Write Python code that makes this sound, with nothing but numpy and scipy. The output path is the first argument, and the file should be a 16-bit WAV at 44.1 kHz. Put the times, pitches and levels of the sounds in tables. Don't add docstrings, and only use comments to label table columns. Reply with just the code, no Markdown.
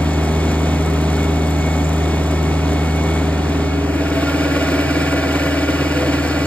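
import sys
import numpy as np
from scipy import signal
from scipy.fft import rfft, irfft
from scipy.io import wavfile

SR = 44100
rng = np.random.default_rng(int(sys.argv[2]) if len(sys.argv) > 2 else 0)


def wav_record(signal):
    frames = np.transpose(np.atleast_2d(signal))
    bounded = np.clip(frames, -1, 1)
    quanta = np.round(bounded * 32767).astype(np.int16)
    wavfile.write(sys.argv[1], SR, quanta)


N = 284886
T = np.arange(N) / SR
FREQ = np.fft.rfftfreq(N, 1 / SR)


# (order [per cycle], relative level [dB], shading [dB per dB])
EXHAUST_LINES = [(2, -26.5, 0.26), (3, 0.5, 1.09), (4, -18, 0.61), (6, -3.5, 1.92), (7, -26, 0.2),
                 (9, -15.5, 4.2), (15, -18.5, 1.2)]

def exhaust(cycle):
    level_db = facing(-19, -22.5, -25)
    top_db = np.max(level_db)
    out = 0
    for k, db, shading in EXHAUST_LINES:
        lead_turns = .25 * (k > 4)
        line = tone(round(k) * cycle + lead_turns, waver_db=.055 * k, waver_rad=.008 * k)
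        out = out - line * undb(top_db + db + shading * (level_db - top_db))
    return out


# (frequency [Hz], level [dB per Hz])
BLOCK_ROAR = [(25, -80), (40, -70), (60, -56.5), (130, -57), (230, -48), (330, -49), (480, -56),
              (700, -56.5), (1400, -66.5), (2350, -69), (2800, -71.5), (3500, -72), (5000, -77.5),
              (7000, -79.5), (15500, -93.5)]
# (frequency [Hz], width [Hz], peak level [dB per Hz])
COVER_MODES = [(1310, 70, -61), (2426, 150, -66), (3420, 630, -71), (6180, 470, -73), (6890, 310, -74),
               (7380, 300, -89)]

def block():
    covers = modes(COVER_MODES)
    return (colour(hiss(), BLOCK_ROAR) + covers) * undb(.81 * walk(4.5))


# (frequency [Hz], level [dB per Hz])
KNOCK_SPECTRUM = [(40, -86), (150, -65), (300, -55), (480, -69), (750, -59.5), (1400, -74), (1900, -74),
                  (2800, -80), (15500, -110)]
FIRES_AT = .47

def knock(cycle, decay_s=.0044):
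    out = 0
    for cylinder in range(3):
        rattle = rng.standard_normal(2048) * np.exp(-T[:2048] / decay_s)
        fires = strikes(cycle - (cylinder + FIRES_AT) / 3, scatter_db=2)
        out = out + signal.fftconvolve(fires, rattle)[:N]
    return colour(unit(out) * np.sqrt(SR / 2), KNOCK_SPECTRUM)


# (frequency [Hz], level [dB per Hz])
INJECTOR_SPECTRUM = [(100, -110), (2500, -79), (4000, -89), (5500, -76), (7100, -76), (9000, -79),
                     (12500, -83), (15500, -92)]

def injectors(firings, decay_s=.0099, cylinder_db=(-2, 1.5, -6.5)):
    turns = firings - FIRES_AT
    strength = undb(cylinder_db)[np.floor(turns).astype(int) % 3]
    ticks = strikes(turns, scatter_db=3.5) * strength
    bursts = signal.fftconvolve(ticks, np.exp(-T[:2048] / decay_s))[:N]
    return colour(unit(bursts) * hiss(), INJECTOR_SPECTRUM) * undb(facing(-.5, -18, -4))


# (order [per cycle], level [dB])
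HUM_LINES = [(10.85, -36), (14, -42), (24, -39), (28, -37.5), (30.6, -43.5), (33, -50), (42, -45.5),
             (49, -48), (50, -49.5), (57, -58), (70, -48)]
# (time [s], level [dB])
WHINE_LEVEL = [(0, -39), (.76, -40), (.81, -46), (.86, -35), (.95, -45), (1.1, -40), (1.24, -34),
               (1.33, -41), (1.46, -36), (1.53, -45), (1.6, -34), (1.79, -36.5), (1.85, -47), (2.14, -35.5),
               (2.25, -46), (2.35, -37.5), (2.6, -41), (2.8, -37), (3.16, -35), (3.38, -52), (3.71, -37),
               (3.86, -48), (4.2, -41), (4.5, -54)]
# (time [s], level [dB])
OCTAVE_LEVEL = [(0, -51), (1.3, -51.5), (2.1, -57), (2.9, -50.5), (3.8, -52.5), (4.2, -48), (5.4, -47),
                (6.0, -44.5), (6.35, -41.5)]
# (order [per cycle], level [dB])
TRANSMISSION_LINES = [(48, -52), (96.1, -41.5)]

def engine_tones(cycle, block_db, mower_db, fan_order=15.32, mesh_order=84):
    hum = sum(undb(db) * tone(k * cycle, waver_db=-.5, waver_rad=.11) for k, db in HUM_LINES)
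    fan = tone(fan_order * cycle, waver_db=2.5, waver_rad=.1) * undb(facing(-33.5, -29.5, -38.5))
    mesh = mesh_order * cycle
    whine = tone(mesh, waver_db=.7, waver_rad=.19) * undb(curves(WHINE_LEVEL)[0])
    octave = tone(2 * mesh, waver_db=1.6, waver_rad=.8) * undb(curves(OCTAVE_LEVEL)[0])
    transmission = sum(undb(db) * tone(k * cycle, waver_db=1.5, waver_rad=.5)
                       for k, db in TRANSMISSION_LINES)
    return hum * undb(block_db) + transmission * undb(mower_db) + fan + whine + octave


# (frequency [Hz], level [dB per Hz])
GRASS_SPECTRUM = [(30, -79.5), (60, -93), (160, -51.5), (235, -56.5), (310, -43), (420, -55), (600, -51.5),
                  (950, -63), (1300, -61.5), (1780, -60.5), (2120, -65), (2400, -61.5), (3100, -67),
                  (7200, -76), (10000, -81), (13000, -80), (15500, -88)]
# (frequency [Hz], width [Hz], peak level [dB per Hz])
HOOD_MODES = [(499.3, 37, -52.5), (658.4, 30, -45.5), (769, 59, -56.5), (1114, 38, -55.5),
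              (1407, 27, -52.5), (1473, 9.6, -53), (1564, 19, -55.5), (1679, 17, -51.5), (1770, 17, -60),
              (1820, 100, -66.5), (2237, 29, -55.5), (2400, 100, -58), (2869, 49, -56.5), (3610, 40, -62.5),
              (5010, 290, -67), (5560, 97, -70), (6410, 80, -69), (7010, 170, -70)]

def flails(shaft):
    impacts = .85 * hiss() + .5 * pelting(per_s=3500, spread_db=2.2)
    surge = np.cos(joint_angle(shaft))
    shredding = colour(impacts, GRASS_SPECTRUM) * (1 + .04 * surge)
    ringing = modes(HOOD_MODES) * (1 + .17 * surge)
    return shredding * undb(.91 * walk(28)) + ringing * undb(.3 * walk(12))


def joint_angle(shaft):
    return 2 * np.pi * 2 * shaft - 1


# (mesh multiple, level [dB], bite at [turns], lopsidedness [-1 to 1])
CLASH_LINES = [(2, -41, 0.13, -0.4), (4, -59, .05, -0), (5, -35.5, 0.031, -.1), (6, -43.5, 0.055, 0.6),
               (7, -40.5, 0.22, -0.16), (8, -38, .05, -0.05), (10, -49, 0.16, 0.14), (11, -48, 0.18, 0.3)]
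# (time [s], level [dB])
CLASH_LIFT = [(4.0, -5), (4.4, -2.5), (5.15, 3.5), (5.45, 2), (6.46, 0.5)]

def gearbox(shaft, load_db, mower_db, teeth=32, lag_rad=.95, runout_rad=.15, rattle_rad=.11):
    surge = joint_angle(shaft) - lag_rad
    throb = 1 + .87 * np.cos(surge) + .08 * np.cos(2 * surge)
    mesh = teeth * shaft
    growl = unit(throb * tone(mesh, waver_db=.5, waver_rad=.12))
    growl_db = facing(-32, -23, -21.5) + 1.64 * load_db
    uneven = mesh + (rattle_rad * walk(24) - runout_rad * np.sin(2 * np.pi * shaft)) / (2 * np.pi)
    lift_db, = curves(CLASH_LIFT)
    clash = 0
    for k, db, at, lopsided in CLASH_LINES:
        angle = 2 * np.pi * (shaft - at)
        bite = unit((1 + .7 * np.cos(2 * angle)) * (1 + lopsided * np.cos(angle)))
        line = tone(round(k) * uneven + rng.random(), waver_db=0, waver_rad=.23)
        clash = clash + line * bite * undb(db + lift_db * (round(k) > 5))
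    return growl * undb(growl_db) + clash * undb(1.1 * mower_db)


# (frequency [Hz], width [Hz], peak level [dB per Hz])
CASING_MODES = [(322, 53, -67), (494, 25, -51), (565, 79, -56), (648, 240, -63), (960, 390, -67)]

def backlash(shaft, at_turns=.57):
    clacks = strikes(shaft - at_turns, scatter_db=-3)
    return shape(clacks, sum(undb(db) * resonance(hz, width) ** 2 for hz, width, db in CASING_MODES))


def rotor(turns):
    return tone(4 * turns, waver_db=3.5, waver_rad=.14) * undb(facing(-37.5, -37, -31.5))


# (time [s], half-length [s], frequency [Hz], level [dB])
TUFT_HITS = [(4.181, 0.02, 655, -18), (4.28, 0.02, 1410, -30), (6.0, 0.06, 503, -23.5),
             (6.035, 0.016, 655, -27)]

def tufts():
    return sum(undb(db) * swell(s, length) * tone(hz * T, waver_db=1, waver_rad=.3)
               for s, length, hz, db in TUFT_HITS)


# (time [s], frequency [Hz], level [dB])
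STALK_SNAPS = [(.487, 7000, -37), (1.497, 12000, -43), (1.606, 6800, -40), (1.719, 6900, -41),
               (1.844, 7140, -35), (2.148, 12000, -47), (3.476, 7160, -46), (4.625, 7100, -43),
               (5.458, 12500, -41)]

def snaps(decay_s=.019, width_hz=570):
    noise = hiss()
    out = 0
    for s, hz, db in STALK_SNAPS:
        tail = (T >= s) * np.exp(-np.abs(T - s) / decay_s)
        out = out + undb(db) * tail * unit(shape(noise, resonance(hz, width_hz) ** 2))
    return out


# (time [s], relative level [dB])
STALK_LEVEL = [(0, 3), (1.1, -4), (1.5, 3), (1.9, 7), (2.4, -5), (3.9, 1), (4.3, 6), (5.0, 3), (6.46, 8)]

def stalks(per_s=170, decay_s=.0025):
    hits = (rng.random(N) < per_s / SR) * rng.uniform(.25, 1, N)
    bursts = signal.fftconvolve(hits, np.exp(-T[:4096] / decay_s))[:N] * hiss()
    ticks = shape(bursts, resonance(7100, 1100) ** 2 + .13 * resonance(12500, 4000) ** 2)
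    return unit(ticks) * undb(facing(-49, -62, -55) + curves(STALK_LEVEL)[0] + .3 * walk(2.7))


# (time [s], half-length [s], level [dB])
COVER_BUZZES = [(.92, 0.12, -42), (2.42, .08, -40)]

def cover_buzz(hz=1296):
    swells = sum(undb(db) * swell(s, length) for s, length, db in COVER_BUZZES)
    return swells * tone(hz * T, waver_db=2, waver_rad=1.5)


def surround(block_db, mower_db):
    engine = colour(hiss(), BLOCK_ROAR) * undb(block_db)
    grass = colour(hiss(), GRASS_SPECTRUM) * undb(mower_db)
    return (engine + grass) * undb(facing(-1.5, 2.5, 0))


# (time [s], bearing [degrees: 0 bonnet, 90 sideways, 180 mower])
MIC_BEARING = [(2.3, 25.4), (3.1, 30.2), (3.45, 59.7), (3.8, 77), (4.0, 135), (4.2, 160), (4.5, 169.3)]

def facing(ahead_db, sideways_db, behind_db):
    bearing, = curves(MIC_BEARING)
    return np.interp(bearing, (0, 90, 180), (ahead_db, sideways_db, behind_db))


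# (frequency [Hz], lead of the left [rad])
MIC_PHASE = [(0, 0), (130, 0), (430, -.3), (1450, -.25), (2150, .85), (2450, 1.85), (3000, 1.85),
             (3790, 1.15), (5000, 1.45), (5550, 2.1), (5950, 3.14), (6400, 4.2), (8000, 6.28),
             (10300, 9.42), (12400, 12.57), (16000, 17.5)]
# (frequency [Hz], left minus right [dB], diffuse share [dB])
MIC_COLOUR = [(70, 0, -14), (160, 0, -19), (350, .7, -10), (800, 1, -9), (1500, -.5, -10), (2200, 0, -11),
              (2700, -2.8, -7), (3500, -1, -7), (4500, -2, -6), (5900, 0, -11), (7000, 0, -10),
              (15000, 0, -13)]

def ports(direct, diffuse):
    balance_db, diffuse_db = spectra(MIC_COLOUR)
    lead = np.interp(FREQ, *np.transpose(MIC_PHASE))
    width = shape(diffuse, undb(diffuse_db))
    return np.array([shape(direct, np.exp(.5j * side * lead) * undb(side * balance_db / 2))
                     + side * width for side in (1, -1)])


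# (time [s], half-length [s], frequency [Hz], width [Hz], level [dB])
TREBLE_DIPS = [(3.6, .2, 8200, 2500, 0), (3.893, 0.079, 3640, 800, -10), (4.06, 0.2, 4800, 1400, -1.5)]

def hollow(x):
    return x + sum(shape(x, resonance(hz, width)) * (undb(db) - 1) * swell(s, length)
                   for s, length, hz, width, db in TREBLE_DIPS)


def undb(db):
    return 10 ** (np.asarray(db) / 20)


def curves(table):
    s, *columns = np.transpose(table)
    return [np.interp(T, s, c) for c in columns]


def spectra(table):
    hz, *columns = np.transpose(table)
    return [np.interp(np.log(FREQ + 1), np.log(hz), c) for c in columns]


def shape(x, response):
    return irfft(rfft(x) * response, N)


def colour(x, table):
    return shape(x, undb(spectra(table)[0]))


def unit(x):
    return x / np.sqrt(np.mean(x ** 2))


def resonance(hz, width_hz):
    return 1j * FREQ * width_hz / (hz ** 2 - FREQ ** 2 + 1j * FREQ * width_hz)


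def modes(table):
    return irfft(sum(rfft(hiss()) * undb(db) * resonance(hz, width) ** 2 for hz, width, db in table), N)


def hiss():
    return rng.standard_normal(N) * np.sqrt(SR / 2)


def walk(rate):
    hz = np.fft.rfftfreq(8192, 1 / 1000)
    slow = irfft(rfft(rng.standard_normal(8192)) * np.exp(-(hz / rate) ** 2) * (hz > 0))
    return unit(np.interp(T, np.arange(8192) / 1000, slow))


def tone(turns, waver_db, waver_rad):
    return np.sqrt(2) * np.cos(2 * np.pi * turns + waver_rad * walk(4)) * undb(waver_db * walk(23))


def pelting(per_s, spread_db):
    hits = (rng.random(N) < per_s / SR) * rng.standard_normal(N)
    hardness = undb(spread_db * np.minimum(rng.exponential(size=N), 4))
    return unit(hits * hardness) * np.sqrt(SR / 2)


def strikes(turns, scatter_db):
    hits = np.diff(np.floor(turns), prepend=np.floor(turns[0]))
    return unit(hits * undb(scatter_db * rng.standard_normal(N))) * np.sqrt(SR / 2)


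def swell(s, length):
    return np.exp(-((T - s) / length) ** 2)


# (time [s], firing rate [Hz])
FIRING_RATE = [(0, 78.5), (1.6, 78.55), (2.4, 78.67), (3.9, 78.6), (5.3, 78.84), (6.46, 78.8)]
# (time [s], load [dB])
GRASS_LOAD = [(0, -1), (3.9, -0.16), (4.8, 0.5), (5.3, -0.3), (6.46, -1)]
SHAFT_PER_FIRING, ROTOR_PER_FIRING = .11305, .4418

def scene():
    firing_hz = curves(FIRING_RATE)[0] + .0601 * walk(4.24)
    firings = np.cumsum(firing_hz) / SR
    cycle, shaft = firings / 3, firings * SHAFT_PER_FIRING
    load_db, = curves(GRASS_LOAD)
    block_db = facing(.35, -2.5, -9.5)
    mower_db = facing(-15, -8, .7) + load_db
    clatter = (block() + knock(cycle)) * undb(block_db) + injectors(firings) + cover_buzz()
    tractor = exhaust(cycle) + clatter + engine_tones(cycle, block_db, mower_db)
    drive = rotor(firings * ROTOR_PER_FIRING) + gearbox(shaft, load_db, mower_db)
    mower = (flails(shaft) + backlash(shaft)) * undb(mower_db) + drive + tufts()
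    machines = tractor + mower
    treble = shape(machines, FREQ ** 4 / (FREQ ** 4 + 5000 ** 4))
    direct = machines + treble * (undb(facing(-.5, -3, -2)) - 1) + stalks() + snaps()
    return hollow(ports(direct, surround(block_db, mower_db)))


def record(dry):
    return shape(dry, FREQ < 15750)


dry = scene()
out = record(dry)
wav_record(out)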